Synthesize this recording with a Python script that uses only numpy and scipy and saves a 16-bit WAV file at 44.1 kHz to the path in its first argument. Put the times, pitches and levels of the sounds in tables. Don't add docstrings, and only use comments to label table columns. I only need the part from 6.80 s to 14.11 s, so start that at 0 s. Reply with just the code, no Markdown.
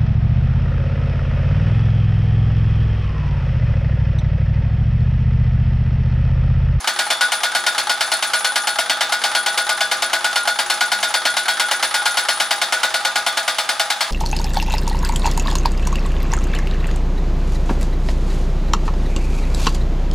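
import sys
import numpy as np
from scipy import signal
from scipy.fft import rfft, irfft, next_fast_len
from scipy.io import wavfile
from scipy.ndimage import uniform_filter1d, minimum_filter1d

SR = 44100
rng = np.random.default_rng(int(sys.argv[2]) if len(sys.argv) > 2 else 0)


def master_out(mix):
    frames = np.transpose(np.atleast_2d(mix))
    ceiling = np.clip(frames, -1, 1)
    pcm = np.round(ceiling * 32767).astype(np.int16)
    wavfile.write(sys.argv[1], SR, pcm)


N = 322371
RING_SAMPLES = 16000
AGE = np.arange(RING_SAMPLES) / SR
FIRST_BLOW_S, USUAL_STROKE_S = .0733, .113

# f/Hz, level/dB, t60/s
HOUSING_MODES = [(696.3, -22, 0.089), (867, -16.5, 0.078), (1103, -7.5, 0.012), (1444, -14.5, 0.12),
                 (1747, -28, 0.024), (2119, -10, 0.027), (2280, -21.5, 0.052), (2922, -9.5, 0.036),
                 (3133, -10.5, 0.026), (5160, -18, 0.026), (9060, -14.5, 0.029)]
# f/Hz, level/dB, t60/s
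PIPE_MODES = [(530, -37, .35), (641, -27, .3), (668, -29, .3), (820, -23, .28), (1206, -32, .9),
              (1253, -32, .36), (1326, -32, .45), (1425, -30, .3), (1625, -24, .2), (1651, -25, .33),
              (1965, -28, .22), (3318, -27.5, .39), (3425, -27.5, .5), (3501, -28.5, .7),
              (3581, -24.5, .21), (3659, -23, .2), (3732, -30, .55), (3791, -29, .33), (3936, -31.5, .23),
              (4267, -23, .2), (4373, -23.5, .23), (4435, -26, .18), (4814, -24, .2), (4908, -27, .26),
              (5173, -28, .2), (6185, -38, .4), (6923, -38, .32), (7800, -43, .6), (14416, -48, .5),
              (15480, -49, .5)]
# f/Hz, level/dB, t60/s
MAIN_RING = [(1454, -20.3, .85)]
# f/Hz, level/dB, t60/s
HIGH_RING = [(9729, -29, .6)]
# f/Hz, level/dB, t60/s
CAP_MODES = [(830, -25.5, 0.18), (864, -37, 0.092), (1520, -32, 0.27)]

# f/Hz, level/dB, t60/s
CLANG_BANDS = [(80, -60, .25), (163, -20, 0.16), (258, -18, 0.19), (463, -33.5, 0.4), (582, -2.5, 0.074),
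               (930, -1, 0.078), (1190, -14, 0.2), (1370, -5, 0.24), (2590, -8.5, 0.15), (4400, -6.5, 0.13),
               (7900, -17, 0.18), (10300, -15.5, 0.15), (11800, -22.5, 0.15), (15700, -31, 0.21)]
# f/Hz, level/dB, t60/s
CRACK_BANDS = [(200, -23.5, 0.092), (700, -12, 0.029), (2240, -20, 0.054), (3120, -5.5, 0.028),
               (5000, -0.5, 0.016), (9400, -9.5, 0.036), (15600, -23, 0.032)]
# f/Hz, level/dB, t60/s
CLATTER_BANDS = [(150, -51, .1), (500, -27.5, 0.32), (825, -7, 0.4), (960, -13.5, 0.076),
                 (1310, -0.5, 0.15), (2690, -13.5, 0.062), (3370, -7, 0.063), (6700, -17.5, 0.056),
                 (9100, -26, 0.12), (9700, -7.5, 0.051), (12500, -37, .08), (15500, -31, .08)]
# f/Hz, level/dB, t60/s
FITTING_BANDS = [(2000, -43, 0.049), (6800, -12.5, .07), (8350, -27, .06), (9150, -16, .08),
                 (10100, -6.5, 0.22), (10000, -18, 0.086), (11200, -27, .06), (15500, -34, 0.094)]

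# t/s, stroke/s
STROKE_LENGTH = [(.18, .11528), (.27, .10528), (.58, .11574), (.98, .11541), (1.26, .10749), (1.91, .11559),
                 (2.0, .1091), (2.31, .11637), (2.47, .11056), (2.86, .11758), (3.02, .10591),
                 (3.57, .11684), (3.87, .10847), (4.57, .11497), (5.46, .11481), (5.64, .10685),
                 (5.96, .10882), (6.85, .10571)]
# t/s, level/dB
BLOW_FORCE = [(0, -0.8), (1.4, -0.8), (2.9, -1.5), (4.2, -0.9), (5.8, -0.7), (6.3, -1.8), (7.3, -1.5)]
# t/s, level/dB
LOW_PIPE_LEVEL = [(0, -3), (2, -1.5), (3, -0.5), (5.5, -4.5), (6, 1.5), (7.3, 0)]
# t/s, level/dB
MAIN_RING_LEVEL = [(0, -7.5), (.6, 1), (1.05, -3), (2.3, 0.5), (2.9, -1.5), (3.4, 1.5), (4.2, 3), (5.25, 2),
                   (5.55, -4.5), (6.0, 0.5), (7.3, -10.5)]
# t/s, level change/dB
ODD_BLOWS = [(.41, 8.5), (.98, -8), (3.79, -24), (5.03, -20), (5.82, -23), (6.78, -10)]
# t/s, level/dB
LOOSENESS = [(0, 1), (1.05, 1), (1.55, 8.5), (2.15, -3), (2.5, 4), (3.3, -3.5), (3.6, 4), (4.3, 2),
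             (5.6, 6), (5.85, -3), (6.8, -1.5), (7.3, -10)]

# f/Hz, level/dB
ENGINE_TONES = [(59.5, -73), (78, -76), (200.3, -63.5), (251, -59.5), (364, -54), (378, -72), (490, -56)]
# t/s, level/dB
ENGINE_LOAD = [(0, 1), (1.5, 0), (2.5, 3.5), (3.5, 0.5), (4.5, 1), (7.3, -4.5)]
# f/Hz, level/dB
RUSH_SPECTRUM = [(20, -51), (55, -40.5), (130, -41), (220, -41.5), (420, -36.5), (800, -20), (2000, -26),
                 (5000, -29.5), (10000, -40.5), (16000, -61)]
# f/Hz, level/dB
STEREO_WIDTH = [(50, -11), (200, -5.5), (600, -15), (1200, -7.5), (2500, -19), (5000, -13), (9000, -11),
                (14000, -26)]


def hammer(slack_s=.0018, slack_db=-8, shared_clang=.4, brush_s=.0054, choke_s=.0042, seated_db=-2.5):
    hits = blows()
    count = len(hits)
    clang = np.sqrt(shared_clang) * dense_ring(CLANG_BANDS)
    clang = clang + np.sqrt(1 - shared_clang) * dense_strikes(CLANG_BANDS, count)
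    crack = dense_strikes(CRACK_BANDS, count, spots=4)
    housing = strikes(HOUSING_MODES, count, scatter_db=.74, scatter_phase=.5)
    low_modes = [mode for mode in PIPE_MODES if mode[0] < 1300]
    high_modes = [mode for mode in PIPE_MODES if mode[0] >= 1300]
    low_pipe = strikes(low_modes, count, scatter_db=2, scatter_phase=1.3)
    high_pipe = strikes(high_modes, count, scatter_db=3, scatter_phase=1.5, detune_hz=8)
    main_ring = strikes(MAIN_RING, count, scatter_db=0, scatter_phase=1.5, detune_hz=10)
    high_ring = strikes(HIGH_RING, count, scatter_db=0, scatter_phase=1.5, detune_hz=6)
    main_ring *= undb(1.8 * np.resize(wander(90), main_ring.shape))
    high_ring *= undb(4 * np.resize(wander(170), high_ring.shape) - 2)
    contact = np.interp(AGE, [0, .0004, slack_s, slack_s + .0008], [0, undb(slack_db), undb(slack_db), 1])
    swell = 1 - np.exp(-AGE / .003)
    out = np.zeros((2, N))
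    for k, (t, hop_s, force_db, main_db, high_db) in enumerate(hits):
        free = (1 - np.tanh((AGE - hop_s + brush_s) / choke_s)) / 2
        damped = undb(seated_db * (1 - free))
        knock = undb(-1) * crack[k] + housing[k] + undb(1.65) * clang[k]
        pipe = undb(at_time(LOW_PIPE_LEVEL, t)) * low_pipe[k] + undb(-2) * damped * high_pipe[k]
        rings = undb(main_db) * free * main_ring[k] + undb(high_db) * damped * high_ring[k]
        add(out, t, undb(force_db) * contact * (knock + pipe) + swell * rings)
    return out


def blows():
    times, stroke_s = strokes().T
    force_scatter, main_scatter, high_scatter = rng.standard_normal((3, len(times)))
    force_db = at_time(BLOW_FORCE, times) + .53 * force_scatter
    main_db = at_time(MAIN_RING_LEVEL, times) + 2 * main_scatter
    high_db = at_time(LOOSENESS, times) + .3 * high_scatter
    for t, change_db in ODD_BLOWS:
        main_db[np.argmin(np.abs(times - t))] += change_db
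    return np.column_stack([times, cap_hop_s(stroke_s), force_db, main_db, high_db])


def strokes():
    rows, t = [], FIRST_BLOW_S
    while t < N / SR:
        stroke_s = at_time(STROKE_LENGTH, t)
        rows.append((t, stroke_s))
        t += stroke_s
    return np.array(rows)


def lifts():
    rows = strokes()
    first_stroke_s = rows[0, 1]
    return np.vstack([(FIRST_BLOW_S - first_stroke_s, first_stroke_s), rows])


def cap_hop_s(stroke_s):
    return .081 + 2.4 * (stroke_s - USUAL_STROKE_S)


def cap_rattle(clatter_db=-6, pipe_db=-20, bounces=3, jitter_s=.004, scatter_db=1.25):
    times, stroke_s = lifts().T
    late, loud = rng.standard_normal((len(times), 2)).T
    land_s = times + cap_hop_s(stroke_s) + jitter_s * late
    land_db = -2.5 + 580 * (stroke_s - USUAL_STROKE_S) + scatter_db * loud
    count = bounces * len(times)
    knocks = undb(clatter_db) * dense_strikes(CLATTER_BANDS, count)
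    knocks += strikes(CAP_MODES, count, scatter_db=2.5, scatter_phase=2.5)[:, None]
    knocks += undb(pipe_db) * strikes(PIPE_MODES, count, scatter_db=3.5, scatter_phase=4.7)[:, None]
    return bounce(knocks, land_s, land_db, gap_s=.0037, loss_db=8.5)


def fitting_chinks(bounces=4, flight_s=.056, jitter_s=.011, scatter_db=2.5):
    times = lifts()[:, 0]
    late, loud = rng.standard_normal((len(times), 2)).T
    land_s = times + flight_s + jitter_s * late
    land_db = -12.5 + 1.05 * at_time(LOOSENESS, times) + scatter_db * loud
    chinks = dense_strikes(FITTING_BANDS, bounces * len(times))
    return bounce(chinks, land_s, land_db, gap_s=.005, loss_db=4)


def bounce(sounds, land_s, land_db, gap_s, loss_db):
    out = np.zeros((2, N))
    for t, db, taps in zip(land_s, land_db, np.split(sounds, len(land_s))):
        for k, tap in enumerate(taps):
            add(out, t, undb(db - loss_db * k) * tap)
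            t += gap_s * (.5 + rng.random())
    return out


def strikes(modes, count, scatter_db, scatter_phase, detune_hz=4):
    loud, turn = np.moveaxis(rng.standard_normal((count, len(modes), 2)), -1, 0)
    hz, db, t60 = np.transpose(modes)[:, :, None]
    phase = 2 * np.pi * rng.random(hz.shape)
    fading_tones = undb(db - 60 * AGE / t60) * np.exp(1j * (2 * np.pi * hz * AGE + phase))
    shares = undb(scatter_db * loud) * np.exp(1j * scatter_phase * turn)
    rings = shares @ fading_tones
    drift = 2 * np.pi * detune_hz * rng.standard_normal((count, 1)) * AGE
    return rings.imag * np.cos(drift) + rings.real * np.sin(drift)


def dense_strikes(bands, count, spots=8):
    spot_rings = np.array([dense_ring(bands) for _ in range(spots)])
    blend = rng.standard_normal((count, spots))
    blend /= np.linalg.norm(blend, axis=1, keepdims=True)
    return np.tensordot(blend, spot_rings, 1)


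def dense_ring(bands):
    hz, noise = stereo_noise(RING_SAMPLES)
    noise = noise * undb(at_frequency(bands, hz))
    log_centres = np.log([row[0] for row in bands])
    out = 0
    for (_, _, t60), this_band in zip(bands, np.eye(len(bands))):
        weight = np.interp(np.log(hz + 1e-9), log_centres, this_band)
        out = out + irfft(noise * weight, RING_SAMPLES) * undb(-60 * AGE / t60)
    return out


def thin_bass(sound, low_hz=260):
    return signal.sosfilt(signal.butter(3, low_hz, "high", fs=SR, output="sos"), sound)


def from_left(sound, pan_db=1.1, shadow_db=1.0, lag_s=.000016):
    size = next_fast_len(N + 64, True)
    hz = np.fft.rfftfreq(size, 1 / SR)
    delay = np.exp(-2j * np.pi * hz * lag_s)
    shadow = undb(-shadow_db * np.clip(hz / 4000 - 1, 0, 1))
    right = irfft(rfft(sound[1], size) * delay * shadow, size)[:N]
    return np.array([sound[0] * undb(pan_db / 2), right * undb(-pan_db / 2)])


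def cab_echo(sound, echo_db=-12, delay_s=.018, bright_hz=2200, smear_samples=300):
    panels = rng.standard_normal((2, smear_samples)) * np.linspace(1, 0, smear_samples)
    panels /= np.linalg.norm(panels, axis=1, keepdims=True)
    treble = signal.sosfilt(signal.butter(2, bright_hz, "high", fs=SR, output="sos"), sound)
    out = np.zeros((2, N))
    add(out, delay_s, signal.oaconvolve(treble, panels, axes=1))
    return undb(echo_db) * out


def site_echo(sound, echo_db=-17, t60=1.0, delay_s=.015, dull_hz=4500):
    fade_in = np.clip(AGE / delay_s - .5, 0, 1)
    tail = rng.standard_normal((2, RING_SAMPLES)) * undb(-60 * AGE / t60) * fade_in
    tail /= np.linalg.norm(tail, axis=1, keepdims=True)
    tail = signal.sosfilt(signal.butter(1, dull_hz, fs=SR, output="sos"), tail)
    return undb(echo_db) * signal.fftconvolve(sound.mean(0)[None], tail)[:, :N]


def excavator(tones_db=-1.5, speed_wobble=.0078, flutter_db=3, pan_db=2):
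    engine_time = np.cumsum(1 + speed_wobble * wander(12)) / SR
    tones = sum(np.sqrt(2) * undb(db + flutter_db * wander(14)) * np.sin(2 * np.pi * hz * engine_time)
                for hz, db in ENGINE_TONES)
    tones *= undb(tones_db + at_time(ENGINE_LOAD, np.arange(N) / SR))
    hz, noise = stereo_noise(next_fast_len(N, True) * 2)
    rush = irfft(noise * undb(at_frequency(RUSH_SPECTRUM, hz)))[:, :N]
    rush *= undb(wander(20))
    return (tones + rush) * undb([[-pan_db / 2], [pan_db / 2]])


def stereo_noise(size):
    hz = np.fft.rfftfreq(size, 1 / SR)
    shared, side = rfft(rng.standard_normal((2, size)))
    side = side * undb(at_frequency(STEREO_WIDTH, hz))
    return hz, np.array([shared + side, shared - side])


def wander(rate_hz):
    size = int(SR / rate_hz)
    steps = np.repeat(rng.standard_normal(N // size + 1), size)
    return 1.454 * uniform_filter1d(uniform_filter1d(steps, size), size)[:N]


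def undb(db):
    return 10 ** (np.asarray(db) / 20)


def at_time(table, t):
    return np.interp(t, *np.transpose(table))


def at_frequency(table, hz):
    table = np.array(table)
    return np.interp(np.log(hz + 1e-9), np.log(table[:, 0]), table[:, 1])


def add(track, t, sound):
    start = max(int(t * SR), 0)
    size = max(min(sound.shape[-1], N - start), 0)
    track[..., start:start + size] += sound[..., :size]


def scene():
    steel = thin_bass(hammer() + cap_rattle() + fitting_chinks())
    return from_left(steel + cab_echo(steel)) + site_echo(steel) + excavator()


def record(dry, ceiling=.61, dip_samples=70, top_hz=15700):
    needed_gain = ceiling / np.maximum(np.abs(dry).max(0), ceiling)
    gain = uniform_filter1d(minimum_filter1d(needed_gain, dip_samples), dip_samples)
    return signal.sosfilt(signal.ellip(10, .2, 80, top_hz, fs=SR, output="sos"), dry * gain)


dry = scene()
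out = record(dry)
master_out(out)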